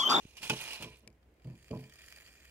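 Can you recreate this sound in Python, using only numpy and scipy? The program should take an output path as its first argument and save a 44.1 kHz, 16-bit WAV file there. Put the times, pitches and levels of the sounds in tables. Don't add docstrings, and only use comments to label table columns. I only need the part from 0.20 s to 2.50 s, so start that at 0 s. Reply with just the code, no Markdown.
import sys
import numpy as np
from scipy import signal
from scipy.fft import rfft, irfft
from scipy.io import wavfile
from scipy.ndimage import uniform_filter1d

SR = 44100
rng = np.random.default_rng(int(sys.argv[2]) if len(sys.argv) > 2 else 0)


def store_wav(level_fs):
    pcm = np.round(np.clip(np.atleast_2d(level_fs), -1, 1) * 32767)
    wavfile.write(sys.argv[1], SR, pcm.T.astype(np.int16))


def magnitude_from_level(level_db):
    exponent = np.asarray(level_db, float) / 20
    return 10 ** exponent


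N = 101430
TIME = np.arange(N) / SR
HZ = np.fft.rfftfreq(N, 1 / SR)

# f/Hz, density/dB per Hz
AIR_SPECTRUM = [(15, -39), (25, -16), (64, -1.5), (149, -14), (463, -14.5), (1070, -27), (2220, -26.5),
                (3520, -36.5), (16000, -48.5)]
# f/Hz, likeness/1
AIR_LIKENESS = [(150, 0.97), (400, 0.88), (1000, 0.17), (3000, 0.11), (15000, 0.101)]
# f/Hz, level/dB
AIR_SHADE = [(200, -0.5), (1000, -4), (4000, 3.5), (15000, -16)]
# t/s, level/dB
DRAG_PRESSURE = [
    (0, -63.5),
    (.15, -66.5),
    (0.208, -62),
    (0.234, -49.5),
    (.4, -46.5),
    (0.541, -45),
    (0.593, -52),
    (0.699, -57),
    (0.861, -75),
]
# t/s, level/dB, t60/s, ring/dB
GRID_KNOCKS = [(0.168, -46, 0.13, 0.5), (.219, -41.5, 0.042, -20), (0.229, -39, 0.28, -1.5),
               (0.2966, -25, 0.022, 7.5), (0.299, -40.5, 0.072, 13), (0.411, -42, 0.25, -28),
               (.476, -43, 0.034, 11), (.51, -39, 0.035, 1), (0.607, -43, 0.099, -3.5),
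               (0.623, -35, 0.074, -8.5), (0.644, -60, 0.046, 24.5), (0.714, -59, .05, -2),
               (0.532, -36, 0.025, -3)]
# f/Hz, width/Hz, level/dB
GRID_MODES = [(679, 120, -13), (887, 20, -3), (1060, 37, -8.5), (2470, 58, -12.5), (2375, 16.7, -1),
              (2432, 30, 3.5), (2763, 39, -3.5), (2862, 33, 5), (3226, 68, -2.5), (3400, 90, -13),
              (4060, 95, -13), (5300, 427, -3)]
# f/Hz, density/dB per Hz
GRID_HISS = [(180, -20), (300, -16), (870, -14), (2210, -11.5), (2520, -3), (3640, -11.5), (9240, -12),
             (16000, -23.5)]
# t/s, level/dB, shove/s, brightness/dB per octave, ring share/1
THUDS = [(0.204, -62.5, 0.017, 6, 0.65), (0.227, -59, 0.017, 5, 0.67), (.299, -36.5, 0.0063, 5, 0.69),
         (0.326, -45.5, 0.02, 10, 0.52), (0.599, -46, 0.031, 6, 0.66), (0.641, -46, 0.032, 6, 0.45),
         (.7, -57, 0.059, 5.5, 0.67), (0.829, -60, 0.028, 3.5, 0.61), (0.868, -53.5, 0.013, 2, 0.43),
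         (0.894, -59.5, 0.015, 3, 0.61), (1.246, -43.5, 0.018, -6.5, 1), (1.272, -50, 0.023, 0, 1),
         (1.3, -48, 0.043, -7.5, 0.58), (1.334, -56, 0.012, 0.5, 0.85), (1.506, -35.5, 0.026, -0.5, 1),
         (1.53, -36, 0.015, 3.5, 0.49), (1.562, -40, 0.0098, -0.5, 0.74), (1.589, -46, 0.063, 1, 0.48),
         (1.64, -52.5, 0.021, 2.5, 1)]
# f/Hz, level/dB, t60/s
BASKET_MODES = [(73.6, -28.5, 0.039), (100, -31, 0.068), (132.8, 0, 0.45), (165.9, -1, 0.27),
                (214.9, -1, 0.21), (250, -5, 0.21), (329.5, -6.5, 0.24), (379, -13, 0.2), (434.8, -7, 0.21),
                (488, -5, 0.09), (607, -5, 0.067), (754, -18.5, 0.065), (859, -12, 0.055), (992, -13, 0.16)]
# t/s,
# level/dB, pitch/Hz
CRUMBS = [(0.2953, -49, 12500), (.2975, -47, 9500), (.410, -41, 12500), (.252, -50, 12000),
          (.357, -61, 9000), (.439, -42, 10500), (.532, -44, 10000), (.689, -60, 10500), (.702, -58, 9000),
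          (.713, -68, 4000), (0.753, -65, 10300), (0.756, -61, 5500), (.760, -65, 5500),
          (0.769, -56.5, 7500), (0.769, -65, 10000), (0.78, -65, 11000), (0.788, -63, 11400),
          (0.794, -61.5, 10000), (.805, -62, 6000), (.818, -71, 10500), (.826, -71, 11000)]
# t/s, level/dB
CLACKS = [
    (.2965, -30),
    (.2985, -29),
    (.3005, -30),
    (.3035, -26),
    (.3070, -39.5),
    (.3140, -31),
    (.336, -39),
]
# f/Hz, level/dB, t60/s
PLATE_MODES = [(863, -4.5, 0.037), (1463, -9, 0.038), (2530, -0.5, 0.038), (2650, -6.5, 0.033),
               (2980, 1, 0.047), (3370, -19, 0.016), (4710, -2, 0.013), (7500, -12.5, .012)]
# t/s, level/dB
HINGE_TICKS = [
    (0.8754, -45),
    (0.902, -69),
    (0.928, -72),
]
# f/Hz, width/Hz, level/dB
HINGE_MODES = [(2350, 110, 13), (2720, 600, 10.5), (3650, 720, 1), (4250, 830, 1.5), (4920, 650, 11),
               (6920, 450, 10.5), (9900, 920, 6)]
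# t/s, level/dB
CREEP_PRESSURE = [
    (1.15, -100),
    (1.25, -78.5),
    (1.45, -69),
    (1.7, -66),
    (1.93, -61.5),
    (2.1, -65.5),
    (2.3, -66.5),
]
# t/s, level/dB, treble/dB
CRUST_SNAPS = [(1.028, -70, -12), (1.140, -75, 3), (1.197, -68, -10), (1.22, -67.5, -3), (1.245, -60, -5.5),
               (1.271, -65, 0.5), (1.332, -70, 0), (1.351, -69, -3), (1.376, -62, 0), (1.427, -61.5, 1.5),
               (1.465, -70, -7), (1.488, -58.5, -6), (1.51, -48.5, -10.5), (1.572, -52, -11),
               (1.606, -62, 6), (1.639, -53, -7), (1.696, -51.5, -4), (1.737, -56, 4), (1.756, -56.5, 3),
               (1.7865, -55.5, -4), (1.807, -53, -8), (1.818, -54, 2), (1.862, -67, 17), (1.877, -60, -6),
               (1.904, -65, 11.5), (1.924, -63, 5), (1.961, -50, 0), (1.984, -50, -11), (2.051, -62, -2),
               (2.062, -56, -11), (2.079, -57, -8), (2.151, -62, -14), (2.181, -61, -9), (2.205, -57, -11),
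               (2.249, -57, 2)]
# f/Hz, width/Hz, level/dB
WALL_MODES = [(1845, 200, 1), (2393, 100, -1), (3230, 250, -1), (4660, 280, 4.5), (7040, 680, 3),
              (3990, 79, -10), (8300, 520, -1.5), (10310, 410, -6), (14400, 900, -9.5)]
# f/Hz, density/dB per Hz
WALL_HISS = [(290, -47.5), (500, -14.5), (659, -9), (919, -35), (2430, -5.5), (3650, -11.5), (4660, -14.5),
             (16000, -16.5)]
# t/s, level/dB
RIM_HITS = [
    (1.5065, -39),
    (1.567, -50),
]
# f/Hz, level/dB, t60/s
RIM_MODES = [(434.7, 0.5, .28), (480, -9, 0.062), (580, -5, 0.12), (633, -7, 0.032)]
# f/Hz, level/dB
GRID_SHADE = [(150, -4), (500, -3.5), (1000, -4.5), (2500, -2), (4500, -2.5), (8000, -13.5), (15000, -23)]
# f/Hz, level/dB
WALL_SHADE = [(150, -23), (1000, 2.5), (2500, 0.5), (5000, -1.5), (8000, -14.5), (15000, -22)]
# f/Hz, likeness/1
BASKET_LIKENESS = [(200, 1), (600, 0.96), (1200, 0.8), (2500, 0.93), (5000, 0.13), (15000, 0.15)]


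def evened(x):
    return x / np.sqrt(np.mean(x ** 2) + 1e-20)


def read(points, hz):
    f, value = np.transpose(points)
    return np.interp(np.log(hz + 1), np.log(f + 1), value)


def shaped(x, gain):
    return irfft(rfft(x) * gain, N)


def below(hz):
    return 1 / (1 + (HZ / hz) ** 6)


def above(hz):
    return 1 / (1 + (hz / (HZ + 1)) ** 6)


def ring(x, hz, width_hz):
    r = np.exp(-np.pi * width_hz / SR)
    w = 2 * np.pi * hz / SR
    return signal.lfilter([1 - r * r, 0, r * r - 1], [2, -4 * r * np.cos(w), 2 * r * r], x)


def body(x, modes):
    return sum(magnitude_from_level(db) * ring(x, f, w) * np.sqrt(SR / w / 40) for f, w, db in modes)


def grit(per_s, spread_db, smooth):
    size = magnitude_from_level(spread_db * np.minimum(rng.exponential(1, N), 3))
    clicks = size * (rng.random(N) < per_s / SR) * rng.standard_normal(N)
    tail = rng.standard_normal(300) * magnitude_from_level(-60 * TIME[:300] / 0.0022)
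    clicks = signal.oaconvolve(clicks, tail)[:N]
    return evened(evened(clicks) + smooth * rng.standard_normal(N))


def wobble(top_hz, depth_db):
    drift = shaped(rng.standard_normal(N), (HZ < top_hz) / np.sqrt(HZ + 3))
    return magnitude_from_level(depth_db * evened(drift))


def burst(s, db, rise_s, t60_s):
    t = np.maximum(TIME - s, 0)
    return np.minimum(t / rise_s, 1) * magnitude_from_level(db - 60 * t / t60_s)


def patchy(x, depth_db, scatter_rad):
    z = signal.stft(x, nperseg=256)[2]
    a, b = rng.standard_normal(z.T.shape + (2,)).T
    field = uniform_filter1d(uniform_filter1d(a, size=5, axis=0), size=24, axis=1)
    z = z * magnitude_from_level(depth_db * evened(field)) * np.exp(1j * scatter_rad * b)
    return signal.istft(z, nperseg=256)[1][:N]


def struck(hits, modes, rise_s):
    out, t = np.zeros(N), TIME[:SR // 4]
    phases = rng.uniform(0, 2 * np.pi, (len(hits), len(modes)))
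    for (s, db), phase in zip(hits, phases):
        sound = sum(magnitude_from_level(db + d - 60 * t / t60) * np.sin(2 * np.pi * f * t + p)
                    for (f, d, t60), p in zip(modes, phase))
        out[round(s * SR):][:len(t)] += sound * np.minimum(t / rise_s, 1)
    return out


def placed(x, shade):
    lag_s = 0.0001
    taps = rng.standard_normal(3000) * magnitude_from_level(-60 * TIME[:3000] / 0.0097)
    reflected = signal.oaconvolve(x, taps / np.linalg.norm(taps))[:N]
    reflected = magnitude_from_level(2.0) * patchy(reflected, 1.0, 2.94)
    onset = HZ ** 2 / (HZ ** 2 + 300 ** 2)
    like = np.clip(1 - (1 - read(BASKET_LIKENESS, HZ)) * onset, 0, 1)
    tilt = magnitude_from_level(read(shade, HZ) * onset)
    direct = shaped(x, like * tilt * np.exp(-2j * np.pi * HZ * lag_s))
    left = direct + shaped(reflected, np.sqrt(1 - like ** 2) * tilt)
    return np.array([left, x])


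def kitchen():
    air_db, hum_hz, hum_db, hum_width_hz = -67.5, 61.3, -68.5, 5.6
    a, b = rng.standard_normal((2, N))
    like = np.clip(read(AIR_LIKENESS, HZ), 0, 1)
    gain = magnitude_from_level(read(AIR_SPECTRUM, HZ))
    tilt = magnitude_from_level(read(AIR_SHADE, HZ) / 2)
    right = shaped(a, gain * like / tilt) + shaped(b, gain * np.sqrt(1 - like ** 2) / tilt)
    air = evened(np.array([shaped(a, gain * tilt), right]))
    waver = evened(ring(rng.standard_normal(N), hum_hz, hum_width_hz))
    hum = evened(np.sqrt(2) * np.sin(2 * np.pi * hum_hz * TIME) + 0.45 * waver)
    return magnitude_from_level(air_db) * air * wobble(36, 0.8) + magnitude_from_level(hum_db) * hum


def drag():
    heavy_hz, heavy_db, heavy_slope = 1800, -59, 0.64
    light_hz, light_db, light_slope = 3440, -42.5, 0.34
    t, db = np.transpose(DRAG_PRESSURE)
    press = magnitude_from_level(np.interp(TIME, t, db, right=-130)) * wobble(80, 1.3)
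    noise, crush = grit(3000, 3.6, 1.12), rng.standard_normal(N)
    crushed = crush * sum(burst(s, d - 3.0, 0.00089, t60 * 1.2) for s, d, t60, _ in GRID_KNOCKS)
    knocked = crush * sum(burst(s, d + r, 0.0011, t60) for s, d, t60, r in GRID_KNOCKS)
    hiss = shaped(noise * press + crushed, evened(magnitude_from_level(read(GRID_HISS, HZ))))
    ringing = body(noise * magnitude_from_level(-0.5) * press + knocked, GRID_MODES)
    rasp = patchy(magnitude_from_level(2.0) * hiss + magnitude_from_level(-3.0) * ringing, 1.52, 0)
    low = shaped(rasp, below(heavy_hz))
    high = shaped(rasp, above(light_hz)) * (TIME > 0.4)
    level_db = np.interp(TIME, t, db)
    low_loss = 1 - magnitude_from_level(heavy_slope * np.minimum(level_db - heavy_db, 0))
    high_loss = 1 - magnitude_from_level(light_slope * np.minimum(level_db - light_db, 0))
    return rasp - high * high_loss - low * low_loss


def thuds():
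    bump_s, bump_db, bump_width_s = 0.0545, -37.5, 0.00065
    bass_cut_hz, soft_hz = 88, 980
    out, t = np.zeros(N), TIME[:SR // 2]
    for s, db, shove_s, bright_db, share in THUDS:
        random = rng.uniform(-0.68, 0.36, (len(BASKET_MODES), 2))
        modes = np.zeros(len(t))
        for (f, d, t60), (phase, uneven) in zip(BASKET_MODES, random):
            tilt_db = bright_db * np.log2(f / 200)
            decay = magnitude_from_level(d + tilt_db + 2.4 * uneven - 60 * t / (t60 * share))
            modes += decay * np.sin(2 * np.pi * f * t + phase)
        push = rng.standard_normal(2000) * np.exp(-TIME[:2000] / shove_s) * (rng.random(2000) < 0.01)
        push[0] = 1.01
        sound = signal.oaconvolve(modes, push / np.linalg.norm(push))[:len(t)]
        sound *= np.minimum(t / 0.0027, 1)
        at = round(s * SR)
        out[at:at + len(t)] += magnitude_from_level(db) * sound[:N - at]
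    out = signal.sosfilt(signal.butter(3, bass_cut_hz, "high", fs=SR, output="sos"), out)
    out = shaped(out, 1 / np.sqrt(1 + (HZ / soft_hz) ** 6))
    u = (TIME - bump_s) / bump_width_s
    return out - magnitude_from_level(bump_db) * (np.exp(-u ** 2 / 2) - 0.13 * np.exp(-((u - 1.5) / 10.0) ** 2 / 2))


def crumbs():
    q, t60_s = 2.7, 0.024
    noise = np.sign(rng.standard_normal(N))
    return sum(2.35 * ring(noise * burst(s, db, 0.00043, t60_s), hz, hz / q) for s, db, hz in CRUMBS)


def clack():
    return struck(CLACKS, PLATE_MODES, 0.00068)


def hinge():
    clicks = sum(burst(s, d, 0.00018, 0.009) for s, d in HINGE_TICKS)
    tick = body(np.sign(rng.standard_normal(N)) * clicks, HINGE_MODES)
    tick = shaped(tick, HZ ** 4 / (HZ ** 4 + 1700 ** 4) / (1 + (HZ / 11000) ** 8))
    return np.array([magnitude_from_level(3.0) * tick, magnitude_from_level(-5.0) * np.roll(tick, 3)])


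def creep():
    treble_hz = 5600
    t, db = np.transpose(CREEP_PRESSURE)
    press = magnitude_from_level(np.interp(TIME, t, db, left=-130)) * wobble(41, 1.0)
    rasp, crack = grit(420, 3.4, 1.0) * press, np.sign(rng.standard_normal(N))
    dull = crack * sum(burst(s, d, 0.00062, 0.023) for s, d, _ in CRUST_SNAPS)
    bright = crack * sum(burst(s, d + b, 0.00062, 0.023) for s, d, b in CRUST_SNAPS)
    high = above(treble_hz)
    drive = rasp + shaped(dull, 1 - high) + shaped(bright, high)
    hiss = shaped(drive, evened(magnitude_from_level(read(WALL_HISS, HZ))))
    return patchy(magnitude_from_level(-0.5) * hiss + magnitude_from_level(2.5) * body(drive, WALL_MODES), 1.4, 0)


def rim():
    return struck(RIM_HITS, RIM_MODES, 0.0025)


def scene():
    grid = placed(drag() + thuds(), GRID_SHADE)
    wall = placed(creep(), WALL_SHADE)
    blows = placed(crumbs() + clack() + rim(), GRID_SHADE)
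    return kitchen() + grid + blows + hinge() + wall


def low_pass(x):
    return signal.sosfilt(signal.butter(12, 16320, fs=SR, output="sos"), x)


def record(dry):
    edge_hz = 15830
    lowpass = signal.firwin(511, edge_hz, window=("kaiser", 9), fs=SR)
    limited = signal.oaconvolve(dry, lowpass[None], "same")
    return low_pass(limited)


dry = scene()
out = record(dry)
store_wav(out)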